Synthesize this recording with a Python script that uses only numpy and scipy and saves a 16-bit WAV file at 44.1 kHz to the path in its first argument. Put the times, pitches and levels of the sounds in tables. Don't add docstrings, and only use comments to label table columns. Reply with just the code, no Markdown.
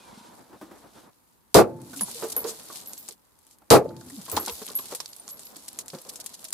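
import sys
import numpy as np
from scipy import signal
from scipy.fft import rfft, irfft, next_fast_len
from scipy.io import wavfile
from scipy.ndimage import uniform_filter1d, map_coordinates

SR = 44100
rng = np.random.default_rng(int(sys.argv[2]) if len(sys.argv) > 2 else 0)


def convert_level_to_amplitude(level_db):
    exponent = np.asarray(level_db, float) / 20
    return 10 ** exponent


def transcribe(signal):
    frames = np.atleast_2d(signal).T
    limited = np.clip(frames, -1, 1)
    pcm = np.round(limited * 32767).astype(np.int16)
    wavfile.write(sys.argv[1], SR, pcm)


N = 288325

# start in seconds, blast level in dB, fizz level in dB.
SHOTS = [
    (1.544, -8.5, -17),
    (3.7037, -8, -15.5),
]
# frequency in Hz, level in dB per Hz.
BLAST_COLOUR = [(24, -50.5), (40, -40.5), (80, -21), (113, -7), (250, -15.5), (325, -4), (500, -3),
                (719, -11.5), (841, -11.5), (916, -23), (1130, -17.5), (1830, -34), (2500, -35),
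                (3250, -49.5), (5500, -120)]
FIZZ_COLOUR = [(1060, 5), (1800, -9.5), (2850, -10.5), (4530, -5.5), (5650, -9.5), (12500, -10),
               (15200, -17.5), (16300, -42.5)]
TAIL_COLOUR = [(18, -48.5), (30, -13), (129, 8), (293, 1.5), (342, 1.5), (805, -39.5), (877, -26),
               (955, -27.5), (1800, -36), (2340, -64), (3960, -120)]
FRAME_HZ = [253, 345, 525, 702, 877]
# level in dB, time to fall 60 dB in seconds, wander in turns.
FRAME_RINGS = [(-43, .9, .2), (-41, 2.1, .1), (-51, 2.1, .15), (-59, .8, .2), (-47, 1.3, .03)]
# delay in seconds, first pitch in Hz, last pitch in Hz, level in dB,
# length in seconds.
BANK_ECHOES = [(.18, 170, 147, -46, 0.076), (0.248, 129, 126, -40.5, 0.074), (0.349, 280, 223, -44, 0.061),
               (.41, 270, 285, -38, .055), (0.465, 253, 163, -33, 0.04)]
# pitch in Hz, gap to its twin pitch in Hz.
CASES = [
    (11685, 80),
    (11540, 68),
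]
# start in seconds, peak level in dB, level of the higher pitch in dB.
BOUNCES = [(2.365, -19.5, -24.5), (2.873, -36, -18.5), (2.979, -41.5, -3.5), (4.316, -36, 6.5),
           (4.399, -29.5, -19), (4.499, -41, -5.5), (4.518, -40.5, -6), (4.753, -20, -25),
           (5.088, -47, -12), (5.309, -35.5, -22), (5.450, -44, -5.5)]
# start in seconds, peak level in dB, pitch in Hz.
SHARDS = [(2.010, -22, 10250), (2.02, -20, 10300), (2.033, -21, 10330), (5.198, -37, 9000)]
# start in
# seconds, peak level in dB, pitch in Hz, left-right in dB, time to fall 60 dB in seconds.
GRIT = [(1.8173, -37.5, 9230, 1, 0.035), (1.8856, -58, 8390, 2.5, 0.03),
        (1.9185, -49, 9580, 1.5, 0.03), (1.9629, -27.5, 9000, 4, 0.033), (1.9729, -26, 9720, 4, 0.03),
        (1.9934, -27, 3036, -4, 0.061), (2.0098, -16.5, 9930, -1, 0.09), (2.0874, -39, 9650, 5, 0.03),
        (2.1136, -26, 8900, -4, 0.035), (2.162, -30, 9720, 0.0, 0.036),
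        (2.1994, -30, 7960, -0.5, 0.03), (2.2314, -34, 3480, -7, 0.03),
        (2.2674, -42, 5000, 1.5, 0.03), (2.2864, -29, 9390, 6, 0.03), (2.3034, -23, 9370, 1.0, 0.048),
        (2.3211, -26, 8620, 2.0, 0.03), (2.365, -19, 9620, -6, 0.03), (2.4423, -27, 4760, -5, 0.052),
        (2.4848, -27, 5700, -5, 0.03), (2.586, -42, 9750, 0.0, 0.03), (2.5985, -33.5, 4140, 8, 0.035),
        (2.6339, -38.5, 9260, 3, 0.03), (2.7104, -36.5, 6410, -4, 0.033),
        (2.7581, -25, 5130, 3, 0.045), (2.7714, -28.5, 8540, 7, 0.038),
        (2.7994, -31.5, 6690, 1, 0.035), (2.8344, -46, 9510, -2, 0.025), (2.8604, -29, 9400, 5, 0.03),
        (2.9337, -25, 7100, -6, 0.032), (2.9781, -29.5, 6630, -4, 0.036),
        (3.0804, -31, 5020, -3, 0.03), (3.0874, -21.5, 7950, 0, 0.044), (3.1094, -32, 4790, -2, 0.04),
        (3.1234, -32, 9840, -1, 0.028), (3.3897, -46.5, 9440, 6.5, 0.03),
        (3.4675, -41, 9830, 2.5, 0.029), (3.5109, -38.5, 7980, 0.5, 0.029),
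        (3.5857, -45.5, 9250, 2, 0.034),
        (3.8911, -42, 4330, -6, 0.044), (3.9654, -36, 4500, 1.5, 0.04),
               (4.0108, -36, 5470, 1.5, 0.047), (4.0637, -38, 10200, 2.5, 0.04),
               (4.0836, -40, 4730, 1.0, 0.04), (4.0994, -33, 9030, 1.0, 0.056),
               (4.1574, -33.5, 9120, 6, 0.035), (4.2188, -34, 8310, 0.0, 0.045),
               (4.2527, -30.5, 10400, 0.0, 0.043), (4.2624, -33, 3330, -5, 0.035),
               (4.2824, -38, 10100, -2.0, 0.04), (4.2986, -21, 9780, 9, 0.033),
               (4.3156, -19, 9300, -1.0, 0.053), (4.366, -11, 4060, 3, 0.049),
               (4.4514, -28, 5570, -7, 0.04), (4.4618, -19.5, 7700, 0, 0.054),
               (4.4812, -17, 4370, 0.5, 0.026), (4.4964, -19.5, 3000, 2, 0.04), (4.58, -34, 7760, -3, 0.04),
               (4.6179, -39, 5160, -2, 0.04), (4.6588, -28, 10100, -1.5, 0.032),
               (4.6658, -21, 10300, 2, 0.025), (4.6784, -26.5, 3300, 1, 0.046),
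               (4.6862, -26, 6990, -4, 0.043), (4.7014, -28.5, 4460, -5, 0.04),
               (4.7172, -28, 9170, 2.0, 0.046), (4.7884, -28, 3030, -1.5, 0.047),
               (4.8364, -44, 6250, 1, 0.036), (4.8569, -28.5, 10100, -7, 0.029),
               (4.9496, -17.5, 9380, 1, 0.076), (5.0025, -18, 5230, -4.5, 0.053),
               (5.0594, -23.5, 5040, -0.5, 0.022), (5.1317, -28.5, 5000, -3.5, 0.029),
               (5.1642, -31, 9500, -6, 0.04),
        (5.2794, -25, 6240, -4, 0.018), (5.2889, -27, 9220, 2, 0.042), (5.3941, -29.5, 8100, 0, 0.035),
           (5.4694, -35, 4040, -7.5, 0.026), (5.5199, -47.5, 7510, 1.5, 0.025),
           (5.5593, -31, 5090, -4, 0.046), (5.5664, -26.5, 8700, 3, 0.03), (5.6381, -47.5, 9400, 1, 0.03),
           (5.682, -23, 9600, 1.0, 0.042), (5.7304, -31, 10500, -1, 0.03), (5.7758, -41.5, 10930, -3, 0.03),
           (5.7888, -17, 7520, -1.5, 0.051), (5.8114, -35.5, 4370, 0.5, 0.044),
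           (5.8601, -34, 10500, 2, 0.033), (5.882, -26.5, 7900, 0, 0.065),
           (5.9018, -28.5, 4600, -0.5, 0.038), (5.9484, -30, 4270, -5, 0.035),
           (5.9868, -33, 4760, 0.0, 0.04), (6.0162, -31.5, 10300, 2, 0.027),
           (6.0204, -36, 11000, 0.5, 0.026), (6.0492, -37, 4640, -2, 0.03), (6.0731, -39, 8200, 0.0, 0.017),
           (6.0945, -25.5, 9900, 1.5, 0.03), (6.136, -32, 10200, 0.5, 0.033), (6.1581, -26, 7390, 3, 0.074),
           (6.2011, -25.5, 10200, 2, 0.025), (6.2422, -31, 10200, 0.0, 0.034),
           (6.2618, -19, 9380, 7.5, 0.03), (6.2654, -26, 7460, 2, 0.045), (6.293, -33, 9210, 2, 0.035),
           (6.3415, -31.5, 8640, -3, 0.022), (6.4063, -39.5, 10700, -0.5, 0.03),
           (6.4428, -23.5, 10900, -2.5, 0.051), (6.4508, -25.5, 5260, 3, 0.048),
           (6.4852, -30, 6560, 1, 0.039), (6.506, -25.5, 9900, 2.0, 0.018)]
# start in seconds, level in dB, pitch in Hz, length in seconds.
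SCRAPES = [(1.957, -39.5, 8100, 0.045), (2.023, -41, 8500, 0.13), (2.215, -42.5, 8000, 0.06),
           (4.354, -33, 4930, 0.048), (4.476, -36, 2950, 0.026), (2.298, -30.5, 9000, 0.0064),
           (2.314, -30.5, 8050, 0.022), (2.451, -33, 6650, 0.084), (3.488, -58, 7050, 0.081),
           (4.904, -41.5, 5000, 0.036), (5.282, -41, 7500, 0.04), (5.381, -50, 8000, 0.05),
           (5.555, -51, 6900, 0.071), (5.784, -42, 8000, 0.048), (5.87, -53, 7000, 0.15),
           (5.682, -36, 5900, 0.011), (6.084, -35.5, 6280, 0.026), (6.194, -38.5, 6030, 0.032),
           (6.328, -41, 5630, 0.037), (6.524, -21, 7600, 0.014)]
# start in seconds, peak level in dB, pitch in Hz, time to fall 60 dB in seconds.
ROCKING = [(1.932, -29, 1480, 0.082), (2.007, -26, 970, 0.16), (2.0095, -18.5, 1710, .02),
           (2.08, -31, 850, 0.12), (2.223, -23.5, 610, 0.23), (2.222, -27, 1000, .08),
           (2.7, -28.5, 1100, 0.087), (2.37, -30, 650, 0.094), (2.224, -19, 384, 0.15),
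           (2.243, -23, 600, .1), (2.365, -25, 474, 0.24), (2.446, -21, 440, 0.22),
           (2.484, -34.5, 560, 0.2), (3.088, -33.5, 420, 0.093)]
# the same four columns,
# start in seconds, peak level in dB, pitch in Hz, time to fall 60 dB in seconds.
TOPPLING = [(3.619, -40, 835, 0.056), (3.905, -35, 1400, 0.045), (4.012, -36, 1490, 0.053),
            (4.1, -35, 1940, 0.045), (4.263, -34, 1800, 0.027), (4.28, -25.5, 1070, 0.08),
            (4.319, -23.5, 430, 0.36), (4.319, -25, 1130, 0.076), (4.341, -23.5, 298, 0.13),
            (4.369, -7, 840, 0.046), (4.374, -9, 1100, 0.071), (4.392, -22.5, 370, 0.21),
            (4.474, -21, 930, 0.16), (4.617, -22, 430, 0.057), (4.688, -25.5, 1140, 0.033),
            (4.705, -25, 388, 0.046), (4.79, -24.5, 1070, 0.051), (4.921, -20.5, 500, 0.093),
            (4.904, -35, 880, 0.34), (5.002, -23.5, 1110, 0.038), (5.278, -35, 1100, 0.091),
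            (5.561, -38, 290, 0.19), (5.789, -42, 1060, 0.1), (5.933, -25.5, 523, 0.19),
            (6.05, -42, 494, 1), (6.19, -35.5, 610, 0.095), (6.427, -41.5, 640, 0.26),
            (6.526, -28, 1410, 0.1)]
# start in seconds, peak level in dB, pitch in Hz,
# time to fall 60 dB in seconds.
THUDS = [(2.151, -33.5, 464, 0.13), (2.23, -21, 446, 0.17), (2.44, -25, 453.3, 0.22),
         (4.33, -28.5, 85.5, 0.22), (4.485, -27.5, 473, 0.11), (4.518, -35, 72, 0.11),
         (5.93, -31, 157, 0.11), (5.936, -34, 359, 0.14), (5.949, -17, 240, 0.021)]
# start in seconds, peak level in dB.
GRIPS = [(.24, -41), (.31, -41.5), (.42, -50), (0.496, -39), (0.529, -36.5), (0.612, -26), (0.712, -32.5),
         (0.84, -40.5), (0.978, -37)]
# start in seconds, peak level in dB, pitch in Hz.
BUMPS = [(0.069, -63, 226), (0.127, -32.5, 220), (0.174, -30, 221), (0.209, -35, 227), (0.287, -37.5, 205)]
# time in seconds, whistle pitch in Hz, whistle level in dB,
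# level of the 960 Hz hum in dB.
SWING = [
    (0, 2550, -62, -58),
    (.14, 2130, -66, -55),
    (.3, 1950, -90, -54),
    (.45, 1950, -110, -75),
]
# time in seconds, level in dB.
CLOTH_LEVEL = [(0.0, -56.5), (.12, -59), (0.27, -56.5), (0.36, -70.5), (0.612, -63.5), (0.924, -67),
               (0.974, -57.5), (1.1, -72)]
# frequency in Hz, level in dB per Hz.
CLOTH_COLOUR = [(880, -39.5), (1500, 0), (1800, -14.5), (3540, -3), (6570, -8.5), (11500, -12),
                (14000, -34), (16300, -47.5)]
PATTER_COLOUR = [(880, -26), (1500, -9.5), (2570, -7.5), (4240, -3), (5890, -5), (7190, -3.5), (10000, -4),
                 (11500, -3), (15500, -13.5), (16300, -48.5)]
STIR_COLOUR = [(15, -61.5), (25, -12), (168, -9), (221, -2), (283, -6.5), (324, -5), (371, -9), (425, -7),
               (973, -9), (2500, -26), (3250, -49), (5500, -120)]
AIR_COLOUR = [(15, -43), (25, -19), (55, -6), (138, -16), (237, -13), (702, -24.5), (921, -16),
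              (1350, -24.5), (6140, -41), (12400, -27), (15000, -32), (16300, -40.5)]
# start in seconds, low air level in dB, patter level in dB.
MOMENTS = [
    (0, -55.5, -64),
    (1.093, -81, -68.5),
    (3.138, -72, -66.5),
]
# time after the shot in seconds, density in dB.
SHOWER = [(0, -45), (.21, -28), (.37, -9), (.6, -3), (.82, -1), (1.2, -3.5), (1.65, -11.5), (2.4, -11.5),
          (2.85, -14)]


def unit(x):
    return x / np.sqrt(np.mean(x ** 2) + 1e-20)


def filtered(x, response):
    m = next_fast_len(x.shape[-1] + 2 ** 11)
    spectrum = rfft(x, m) * response(np.fft.rfftfreq(m, 1 / SR))
    return irfft(spectrum, m)[..., :x.shape[-1]]


def band(x, hz, width_hz):
    return filtered(x, lambda f: 1j * f * width_hz / (hz * hz - f * f + 1j * f * width_hz))


def rush(colour, share, size):
    hz, db = np.transpose(colour)
    noise = rng.standard_normal((2, size))
    mid, side = filtered(noise, lambda f: convert_level_to_amplitude(np.interp(np.log(f + 1), np.log(hz), db)))
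    return unit(np.array([mid + share * side, mid - share * side]))


def wobble(rate, size=N):
    knots = rng.standard_normal(int(size * rate / SR) + 4)
    return map_coordinates(knots, [np.arange(size) * rate / SR])


def add(out, s, sound, pan_db=0):
    at = round(s * SR)
    piece = (sound * convert_level_to_amplitude([[pan_db / 2], [-pan_db / 2]]))[:, :N - at]
    out[:, at:at + piece.shape[1]] += piece


def level_out(x, seconds):
    power = np.abs(uniform_filter1d(x ** 2, int(seconds * SR), axis=1))
    return unit(x / (power + .03) ** .42)


def shots():
    out, t = np.zeros((2, N)), np.arange(SR) / SR
    late = np.clip(t - .003, 0, None)
    over_db = 30 - 60 * late / 0.12
    squeeze_db = -3 * np.logaddexp(0, over_db / 3)
    rise = 1 - np.exp(-late / 0.0011) - 0.22 * np.exp(-late / 0.018) * (late > 0)
    rise = rise.clip(0)
    for s, blast_db, fizz_db in SHOTS:
        boom = level_out(rush(BLAST_COLOUR, share=0.42, size=SR), seconds=0.0042)
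        blast = convert_level_to_amplitude(blast_db + over_db + squeeze_db) * rise * boom
        gas = rush(FIZZ_COLOUR, share=.8, size=SR)
        fizz = convert_level_to_amplitude(fizz_db + 38.5 - 60 * late / 0.083 + squeeze_db) * rise * gas
        snap = unit(band(rush(FIZZ_COLOUR, share=.7, size=SR), 5800, width_hz=4500))
        crack = convert_level_to_amplitude(-8 - 60 * t / .018) * snap
        haze = convert_level_to_amplitude(-52 - 60 * t / 1.1) * rush(FIZZ_COLOUR, share=.9, size=SR)
        tail = convert_level_to_amplitude(-36.5 - 60 * t / 1.5) * rise * rush(TAIL_COLOUR, share=0.16, size=SR)
        frame = frame_ring(t) * convert_level_to_amplitude(squeeze_db) * rise
        add(out, s, blast + fizz + crack + haze + tail + near_banks(t) + frame)
        add_far_bank(out, s, t)
    return out


def near_banks(t):
    lumps_db = 4 * wobble(70, size=SR)
    swell = 1 - np.exp(-(t / .085) ** 4)
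    slap = unit(band(rush(BLAST_COLOUR, share=.4, size=SR), 480, width_hz=450))
    return convert_level_to_amplitude(-8 + lumps_db - 60 * t / .33) * swell * slap


def frame_ring(t):
    ring = 0
    for hz, (db, t60, wander) in zip(FRAME_HZ, FRAME_RINGS):
        fade = convert_level_to_amplitude(db - 60 * (t - .15) / t60 - 20 * (t / .42) ** 6)
        turns = hz * t + rng.random((2, 1)) / 3 + wander * wobble(40, size=SR)
        ring = ring + fade * np.sin(2 * np.pi * turns)
    return ring


def add_far_bank(out, s, t):
    for delay, first_hz, last_hz, db, length in BANK_ECHOES:
        done = np.clip(t / length, 0, 1)
        glide_hz = first_hz + (last_hz - first_hz) * done
        turns = np.cumsum(glide_hz) / SR + 0.1 * rng.random((2, 1))
        add(out, s + delay, convert_level_to_amplitude(db) * np.sin(np.pi * done) * np.sin(2 * np.pi * turns))


def brass():
    out, t = np.zeros((2, N)), np.arange(SR // 3) / SR
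    rings = [(s, db, hz, 0.05, -30, 245) for s, db, hz in SHARDS]
    for s, db, upper_db in BOUNCES:
        hz, gap_hz = CASES[int(s > SHOTS[1][0])]
        t60 = 0.243 * convert_level_to_amplitude(-0.097 * (db + 50.5))
        rings.append((s, db, hz, t60, upper_db, gap_hz))
    for s, db, hz, t60, upper_db, gap_hz in rings:
        turn = 2 * np.pi * (rng.random((4, 1, 1)) + np.array([[0], [.27]]))
        drift, upper_drift = np.cumsum(rng.normal(0, [[0.038], [.04]], (2, len(t))), axis=1)
        pair = np.sin(2 * np.pi * hz * t + turn[0] + drift)
        pair = pair + 0.55 * np.sin(2 * np.pi * (hz + gap_hz) * t + turn[1])
        upper = np.sin(2 * np.pi * 15320 * t + turn[2] + upper_drift)
        upper = upper + .6 * np.sin(2 * np.pi * 15210 * t + turn[3])
        ring = convert_level_to_amplitude(-60 * t / t60) * pair + convert_level_to_amplitude(upper_db - 34 * t / t60) * upper
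        add(out, s, convert_level_to_amplitude(db + 2.0) * ring)
    return out


def grit():
    out, t = np.zeros((2, N)), np.arange(SR // 18) / SR
    for s, db, hz, pan_db, t60 in GRIT:
        puff = rush(PATTER_COLOUR, share=0.99, size=len(t))
        chip = unit(band(puff, hz, width_hz=.5 * hz)) + .5 * puff
        fade = 1.71 * convert_level_to_amplitude(-60 * t / t60) + 0.7 * convert_level_to_amplitude(-60 * t / 0.0029)
        tick = 10 * min(hz / 7500, 1) * np.sin(2 * np.pi * hz * t) * np.exp(-.65 * hz * t)
        struck_stone = 0.066 * convert_level_to_amplitude(-60 * t / 0.0041) * unit(band(puff, 1270, width_hz=6800))
        add(out, s, convert_level_to_amplitude(db - 17.5) * (fade * chip + tick + struck_stone), pan_db)
    return out


def scrapes():
    out, t = np.zeros((2, N)), np.arange(SR // 5) / SR
    for s, db, hz, length in SCRAPES:
        swell = np.sin(np.pi * np.clip(t / length, 0, 1)) ** 2
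        rub = rush(PATTER_COLOUR, share=0.92, size=len(t))
        add(out, s, convert_level_to_amplitude(db) * swell * unit(band(rub, hz, width_hz=0.83 * hz)))
    return out


def knocks():
    out, t = np.zeros((2, N)), np.arange(SR // 6) / SR
    blows = [(s, db, 326, 0.17, 0.37, -27.5) for s, db in GRIPS]
    blows += [(*row, -6.5, -34.5) for row in ROCKING]
    blows += [(*row, 0.52, -31) for row in TOPPLING]
    push_colour = [(60, -26), (300, 2.5), (1200, -1.5), (2200, -15.5), (5000, -21.5)]  # (Hz, dB per Hz)
    body_colour = [(30, -33), (100, -15.0), (200, 5.0), (400, -7), (2000, -71.5)]
    for s, db, hz, t60, pan_db, body_db in blows:
        swell = convert_level_to_amplitude(db - 15.5 - 60 * t / t60) * (1 - np.exp(-t / 0.00053))
        push = swell * rush(push_colour, share=0.27, size=len(t))
        body = swell * convert_level_to_amplitude(body_db + 22.0) * rush(body_colour, share=0.19, size=len(t))
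        spot = band(push, hz, width_hz=.1 * hz)
        spot *= np.linalg.norm(push) / np.linalg.norm(spot)
        add(out, s, spot + 1.1 * push + body, pan_db)
    return out


def thuds():
    out, t = np.zeros((2, N)), np.arange(SR // 6) / SR
    for s, db, hz, t60 in THUDS:
        swell = convert_level_to_amplitude(db - 60 * t / t60) * (1 - np.exp(-t / 0.0072))
        add(out, s, swell * np.sin(2 * np.pi * hz * t + .5 * wobble(59, size=len(t))))
    return out


def handling():
    out, t, clock = np.zeros((2, N)), np.arange(SR // 8) / SR, np.arange(N) / SR
    for s, db, hz in BUMPS:
        swell = convert_level_to_amplitude(db - 60 * t / 0.037) * (1 - np.exp(-t / 0.0037))
        add(out, s, swell * np.sin(2 * np.pi * hz * t))
    s, hz, whistle_db, hum_db = np.transpose(SWING)
    whistle_hz = np.interp(clock, s, hz) + 50 * wobble(250)
    whistle = convert_level_to_amplitude(np.interp(clock, s, whistle_db)) * np.sin(2 * np.pi * np.cumsum(whistle_hz) / SR)
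    hum = unit(band(rng.standard_normal((2, N)), 960, width_hz=70))
    hum = convert_level_to_amplitude(np.interp(clock, s, hum_db, right=-120)) * hum
    cloth_s, cloth_db = np.transpose(CLOTH_LEVEL)
    rub_db = np.interp(clock, cloth_s, cloth_db, right=-120) + 1.5 * wobble(60)
    cloth = convert_level_to_amplitude(rub_db) * rush(CLOTH_COLOUR, share=0.4, size=N)
    return out + cloth + whistle + hum


def dust():
    fall = rush(PATTER_COLOUR, share=1.0, size=N)
    grains = 0
    for hz in (4500, 8000, 12000):
        landed = rng.random(N) < 160 / SR
        hits = landed * convert_level_to_amplitude(3.5 * rng.exponential(size=N).clip(0, 3))
        shape = signal.lfilter([1], [1, -np.exp(-1 / (0.00091 * SR))], hits)
        layer = band(fall, hz, width_hz=0.83 * hz)
        clumps = 0.85 * convert_level_to_amplitude(2.5 * wobble(16))
        grains = grains + unit(shape * layer) + clumps * unit(layer)
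    return unit(convert_level_to_amplitude(2.2 * wobble(14)) * (.45 * fall + .8 * grains))


def background():
    clock = np.arange(N) / SR
    starts, low_db, patter_db = np.transpose(MOMENTS)
    moment = np.searchsorted(starts, clock, side="right") - 1
    low, patter = convert_level_to_amplitude(low_db[moment]), convert_level_to_amplitude(patter_db[moment])
    for s, *_ in SHOTS:
        since = np.clip(clock - s, 0, None)
        heard = (clock > s) & (moment == moment[round(s * SR)])
        density_db = np.interp(since, *np.transpose(SHOWER))
        murmur = convert_level_to_amplitude(-55.5 - 2.5 * since) * (1 - np.exp(-since / .15))
        stirred = convert_level_to_amplitude(-46.5 + 5.8 * density_db)
        low = low + heard * (murmur + stirred)
        patter = patter + heard * convert_level_to_amplitude(-42 + density_db)
    fade_s = .04
    low, patter = uniform_filter1d(np.array([low, patter]), int(fade_s * SR), axis=1)
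    lumps = convert_level_to_amplitude(3 * wobble(30) + 1.5 * wobble(9))
    stir = low * lumps * rush(STIR_COLOUR, share=0.66, size=N)
    air = convert_level_to_amplitude(-64.0) * rush(AIR_COLOUR, share=1.0, size=N)
    return air + stir + patter * dust()


def scene():
    return shots() + brass() + grit() + scrapes() + knocks() + thuds() + handling() + background()


def low_pass(x):
    return signal.sosfilt(signal.butter(12, 16460, fs=SR, output="sos"), x)


def record(dry):
    heard = filtered(dry, lambda hz: (1j * hz / (55 + 1j * hz)) ** 2)
    top = 1.1
    rounded = heard / (1 + np.abs(heard / top) ** 4) ** (1 / 4)
    mix = filtered(rounded, lambda hz: 1 / (1 + (hz / 15700) ** 40))
    return low_pass(mix)


dry = scene()
out = record(dry)
transcribe(out)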